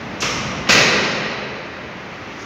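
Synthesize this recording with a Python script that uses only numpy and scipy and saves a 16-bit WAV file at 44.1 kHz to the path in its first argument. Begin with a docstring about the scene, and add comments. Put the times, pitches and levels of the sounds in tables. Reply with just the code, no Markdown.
"""A large empty hall: a wall of folding wooden door panels is drawn shut, heard from far away.
Over a steady wash, the panels rumble along their track and start to scrape at the end.
A metal fitting clacks, then the panels slam into line and chatter. Each contact is a click plus
ringing modes, and the bare walls ring on after it. Gain control ducks at the slam and slowly recovers."""
import sys
import numpy as np
from scipy import signal
from scipy.fft import rfft, irfft, next_fast_len
from scipy.io import wavfile
from scipy.ndimage import uniform_filter1d, minimum_filter1d

SR = 44100
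rng = np.random.default_rng(int(sys.argv[2]) if len(sys.argv) > 2 else 0)


def log_audio(samples):
    """Write samples as a 16-bit WAV file to the path given in sys.argv[1]."""
    # one column per channel
    frames = np.atleast_2d(samples).T
    # limit to full scale, then quantise
    limited = np.clip(frames, -1, 1)
    pcm = np.round(limited * 32767).astype(np.int16)
    wavfile.write(sys.argv[1], SR, pcm)


N = 108045
FFT_SIZE = 2 * next_fast_len(N)
TIME_S, BIN_HZ = np.arange(N) / SR, np.fft.rfftfreq(FFT_SIZE, 1 / SR)


def amp(db):
    """Decibels to gain."""
    return 10 ** (np.asarray(db) / 20)


def unit_energy(x):
    """Scale to energy 1."""
    return x / np.sqrt(np.sum(x ** 2) + 1e-20)


def along(points, hz):
    """(Hz, value) points read on a log axis."""
    point_hz, values = np.transpose(points)
    return np.interp(np.log(hz + 1), np.log(point_hz + 1), values)


def swell(points):
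    """(s, dB) points as a gain per sample."""
    return amp(np.interp(TIME_S, *np.transpose(points)))


def fade(t, t60_s):
    """Exponential decay, 60 dB down at t60_s."""
    return np.exp(-np.log(1000) * t / t60_s)


def coloured(x, colour, tilt_db_per_oct=0, top_hz=np.inf):
    """Minimum-phase filter: (Hz, dB) colour, tilted about 2 kHz, rolled off above top_hz."""
    octaves = np.log2(np.clip(BIN_HZ, 400, 8000) / 2000)
    roll_off = 1 / np.sqrt(1 + (BIN_HZ / top_hz) ** 8)
    gain = amp(along(colour, BIN_HZ) + tilt_db_per_oct * octaves) * roll_off
    cepstrum = irfft(np.log(gain))
    cepstrum[1:FFT_SIZE // 2] *= 2  # fold onto positive time: causal
    cepstrum[FFT_SIZE // 2 + 1:] = 0
    return irfft(rfft(x, FFT_SIZE) * np.exp(rfft(cepstrum)))[:N]


def noise(colour):
    """Coloured noise of rms 1."""
    return np.sqrt(N) * unit_energy(coloured(rng.standard_normal(N), colour))


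# Wash spectrum. Each row: frequency in Hz, relative level in dB.
WASH_COLOUR = [(20, -32), (38, -25), (52, -3.5), (95, 1.5), (130, 3), (210, 2), (300, 1), (520, -4.5),
               (750, -5.5), (1200, -6), (1600, -8), (2000, -6.5), (2700, -12), (3400, -18.5), (6000, -27.5),
               (8000, -40.5), (16000, -55)]


def hall_wash(level_db=-30):
    """Steady low noise of the empty hall."""
    return amp(level_db) * noise(WASH_COLOUR)


# Rumble envelope. Each row: time in seconds, level in dB.
RUMBLE_ENVELOPE = [(0, -32), (.2, -29), (.6, -25), (.9, -63), (1.4, -45), (2.0, -63), (2.45, -62)]
# Rumble spectrum. Each row: frequency in Hz, relative level in dB.
RUMBLE_COLOUR = [(20, -33), (36, -23), (50, -0.5), (100, -3.5), (140, 3.5), (260, 0), (330, -12), (420, -6),
                 (800, -11), (2000, -33.5), (6000, -45)]


def track_rumble():
    """The panels roll along their track: low noise that swells and sinks."""
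    return swell(RUMBLE_ENVELOPE) * noise(RUMBLE_COLOUR)


# Hall reverberation. Each row: frequency in Hz, t60 in seconds.
HALL_DECAY = [(60, 3.1), (150, 2.56), (500, 2.89), (1000, 2.74), (2000, 2.096), (4000, 1.81), (6000, 1.34),
              (8000, 0.94), (12000, 0.76), (15000, 0.62)]


def hall(x, rattle_t60_s, rattle_db):
    """The struck object's own dense rattle first, laid alongside the hall's single wall echoes and a long tail
    whose treble dies first."""
    tail_rise_s, rattle_rise_s, echoes_db = .0046, .0012, -14
    hz, frame_s, spectrum = signal.stft(rng.standard_normal(N), SR, nperseg=512)
    spectrum *= fade(frame_s, along(HALL_DECAY, hz)[:, None])
    tail = signal.istft(spectrum, SR)[1][:N] * (1 - np.exp(-TIME_S / tail_rise_s))
    rattle = rng.standard_normal(N) * (1 - np.exp(-TIME_S / rattle_rise_s)) * fade(TIME_S, rattle_t60_s)
    response = unit_energy(tail) + amp(rattle_db) * unit_energy(rattle)
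    echo_s = rng.uniform(.002, .045, size=10)
    response[(echo_s * SR).astype(int)] += amp(echoes_db) * unit_energy(rng.standard_normal(len(echo_s)))
    return signal.fftconvolve(x, response)[:N]


def knocks(contacts, colour, modes, ring_db, rattle_t60_s, rattle_db):
    """Each contact is a coloured click plus ringing modes, and excites the hall anew."""
    t, out = np.arange(SR) / SR, np.zeros(N)
    for start_s, level_db, tilt_db_per_oct, top_hz in contacts:
        knock = coloured(signal.unit_impulse(N), colour, tilt_db_per_oct, top_hz)
        ring = np.zeros(SR)
        for hz, mode_db, t60_s in modes:
            gain = amp(mode_db + rng.normal(0, 1.5))
            tone = np.sin(2 * np.pi * (hz * t + rng.random()))
            ring += gain * unit_energy(tone * fade(t, t60_s))
        knock[:SR] += amp(ring_db) * unit_energy(ring)
        start = round(start_s * SR)
        out[start:] += amp(level_db) * hall(knock, rattle_t60_s, rattle_db)[:N - start]
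    return out


# Fitting contacts. Each row: start in seconds, relative level in dB, tilt in dB/octave, click top in Hz.
FITTING_CONTACTS = [(.2035, -32.5, 19, 6500), (.2105, -21, 11, 14000), (.220, -4.5, 3, 14000),
                    (.2255, -1.5, -4, 14000)]
# Fitting click spectrum. Each row: frequency in Hz, gain in dB.
FITTING_COLOUR = [(30, -15), (100, -11), (220, 1.5), (350, -6), (500, -1.5), (800, -7), (1200, 5.5),
                  (1600, -3), (2100, 3.5), (2900, 1.5), (4600, -7.5), (5650, -3), (7000, -10), (8300, -9.5),
                  (10500, -16), (12500, -0.5), (15500, -13)]
# Fitting modes. Each row: frequency in Hz, relative level in dB, t60 in seconds.
FITTING_MODES = [(1160, -8.5, 0.24), (2060, 2, .3), (2480, -6, 0.42), (2805, -13, .3), (5370, -5, .6),
                 (5700, -3.5, .7), (5520, -12, .9), (5800, -11, .8), (5840, -13, .8)]


def fitting_clack(gain_db=18.5):
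    """The metal fitting touches lightly, then clacks home."""
    return amp(gain_db) * knocks(FITTING_CONTACTS, FITTING_COLOUR, FITTING_MODES,
                                 ring_db=-16, rattle_t60_s=.045, rattle_db=-4.5)


# Panel contacts. Each row: start in seconds, relative level in dB, tilt in dB/octave, click top in Hz.
PANEL_CONTACTS = [(.670, -14.5, -1, 2910), (.6885, -1.5, -1, 12000), (.693, -0.5, -0.5, 15800),
                  (.703, 0.5, 0.5, 16200), (.721, 0.5, 0.5, 16000), (.749, -1, -1.5, 15000),
                  (.776, -0.5, -1.5, 14000), (.803, -4, -2.5, 9050)]
# Panel click spectrum. Each row: frequency in Hz, gain in dB.
PANEL_COLOUR = [(25, -69), (55, -7), (100, -9.5), (130, -0.5), (165, -1), (210, 3.5), (295, -3),
                (430, -1.5), (560, 0), (700, -5.5), (1050, -5.5), (1600, -3.5), (1750, -4.5), (1950, 0.5),
                (2350, -2.5), (2650, -0.5), (3350, -9), (4000, -5.5), (5300, -8), (6600, -11.5),
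                (9000, -16.5), (15500, 0)]
# Panel frame modes. Each row: frequency in Hz, relative level in dB, t60 in seconds.
FRAME_MODES = [(128.7, -7, 0.41), (205.6, -5.5, 0.62), (365.4, -7, .3), (423, -1, 0.31), (530, -3.5, 1),
               (600, -7.5, 0.86), (1191, -9, 0.62), (1577, -8.5, 0.21), (1883, -4, 0.078), (1974, -3, .25),
               (2240, -14.5, 0.28), (2406, -6, 0.43), (2596, -1, 0.086), (2741, -13, 0.71), (3050, -6, 0.2),
               (3948, -6.5, 0.22), (5300, -8, .2), (6640, -10.5, 0.13)]


def panel_slam(gain_db=31):
    """The panels slam into line one after another; their frames ring."""
    return amp(gain_db) * knocks(PANEL_CONTACTS, PANEL_COLOUR, FRAME_MODES,
                                 ring_db=-16.5, rattle_t60_s=.18, rattle_db=-2)


# Scrape envelope. Each row: time in seconds, level in dB.
SCRAPE_ENVELOPE = [(2.0, -67), (2.25, -57), (2.37, -48), (2.42, -39), (2.45, -43)]
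# Scrape spectrum. Each row: frequency in Hz, relative level in dB.
SCRAPE_COLOUR = [(100, -20), (1500, -3), (3000, -4), (4300, -2), (5800, 9), (7500, -4), (11000, -1),
                 (16000, 4)]


def track_scrape():
    """The panels scrape on the track: bright noise that rises at the end."""
    return swell(SCRAPE_ENVELOPE) * noise(SCRAPE_COLOUR)


def scene():
    """The door over the wash of the hall, mono."""
    door = fitting_clack() + panel_slam() + track_rumble() + track_scrape()
    return (door + hall_wash())[None]


# Microphone response. Each row: frequency in Hz, gain in dB.
MIC_RESPONSE = [(20, -12), (36, -15), (48, -5), (6600, 3), (7100, -2.5), (7700, -10.5), (8400, -18),
                (9500, -20), (11300, -19), (13500, -30), (15500, -29)]
# Hiss spectrum. Each row: frequency in Hz, relative level in dB.
HISS_COLOUR = [(100, -11), (9000, -11), (12000, -2), (15000, 1.5)]


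def record(dry):
    """Dull microphone, faint hiss, gain control that ducks fast and recovers slowly, limiter, low-pass."""
    hiss_db, ceiling, top_hz = -68, .97, 15800
    detect_s, threshold_db, recover_db_per_s = .04, -10.5, 3
    x = coloured(dry[0], MIC_RESPONSE) + amp(hiss_db) * noise(HISS_COLOUR)
    power = np.abs(uniform_filter1d(x ** 2, int(detect_s * SR)))
    excess_db = np.maximum(10 * np.log10(power + 1e-12) - threshold_db, 0)
    recovery_db = recover_db_per_s * TIME_S
    duck_db = np.maximum.accumulate(excess_db + recovery_db) - recovery_db  # peak hold, linear release
    x *= amp(-duck_db)
    limiter_gain = np.minimum(1, ceiling / (np.abs(x) + 1e-9))
    x *= uniform_filter1d(minimum_filter1d(limiter_gain, size=65), size=65)
    return irfft(rfft(x, FFT_SIZE) * (BIN_HZ < top_hz))[None, :N]


dry = scene()
out = record(dry)
log_audio(out)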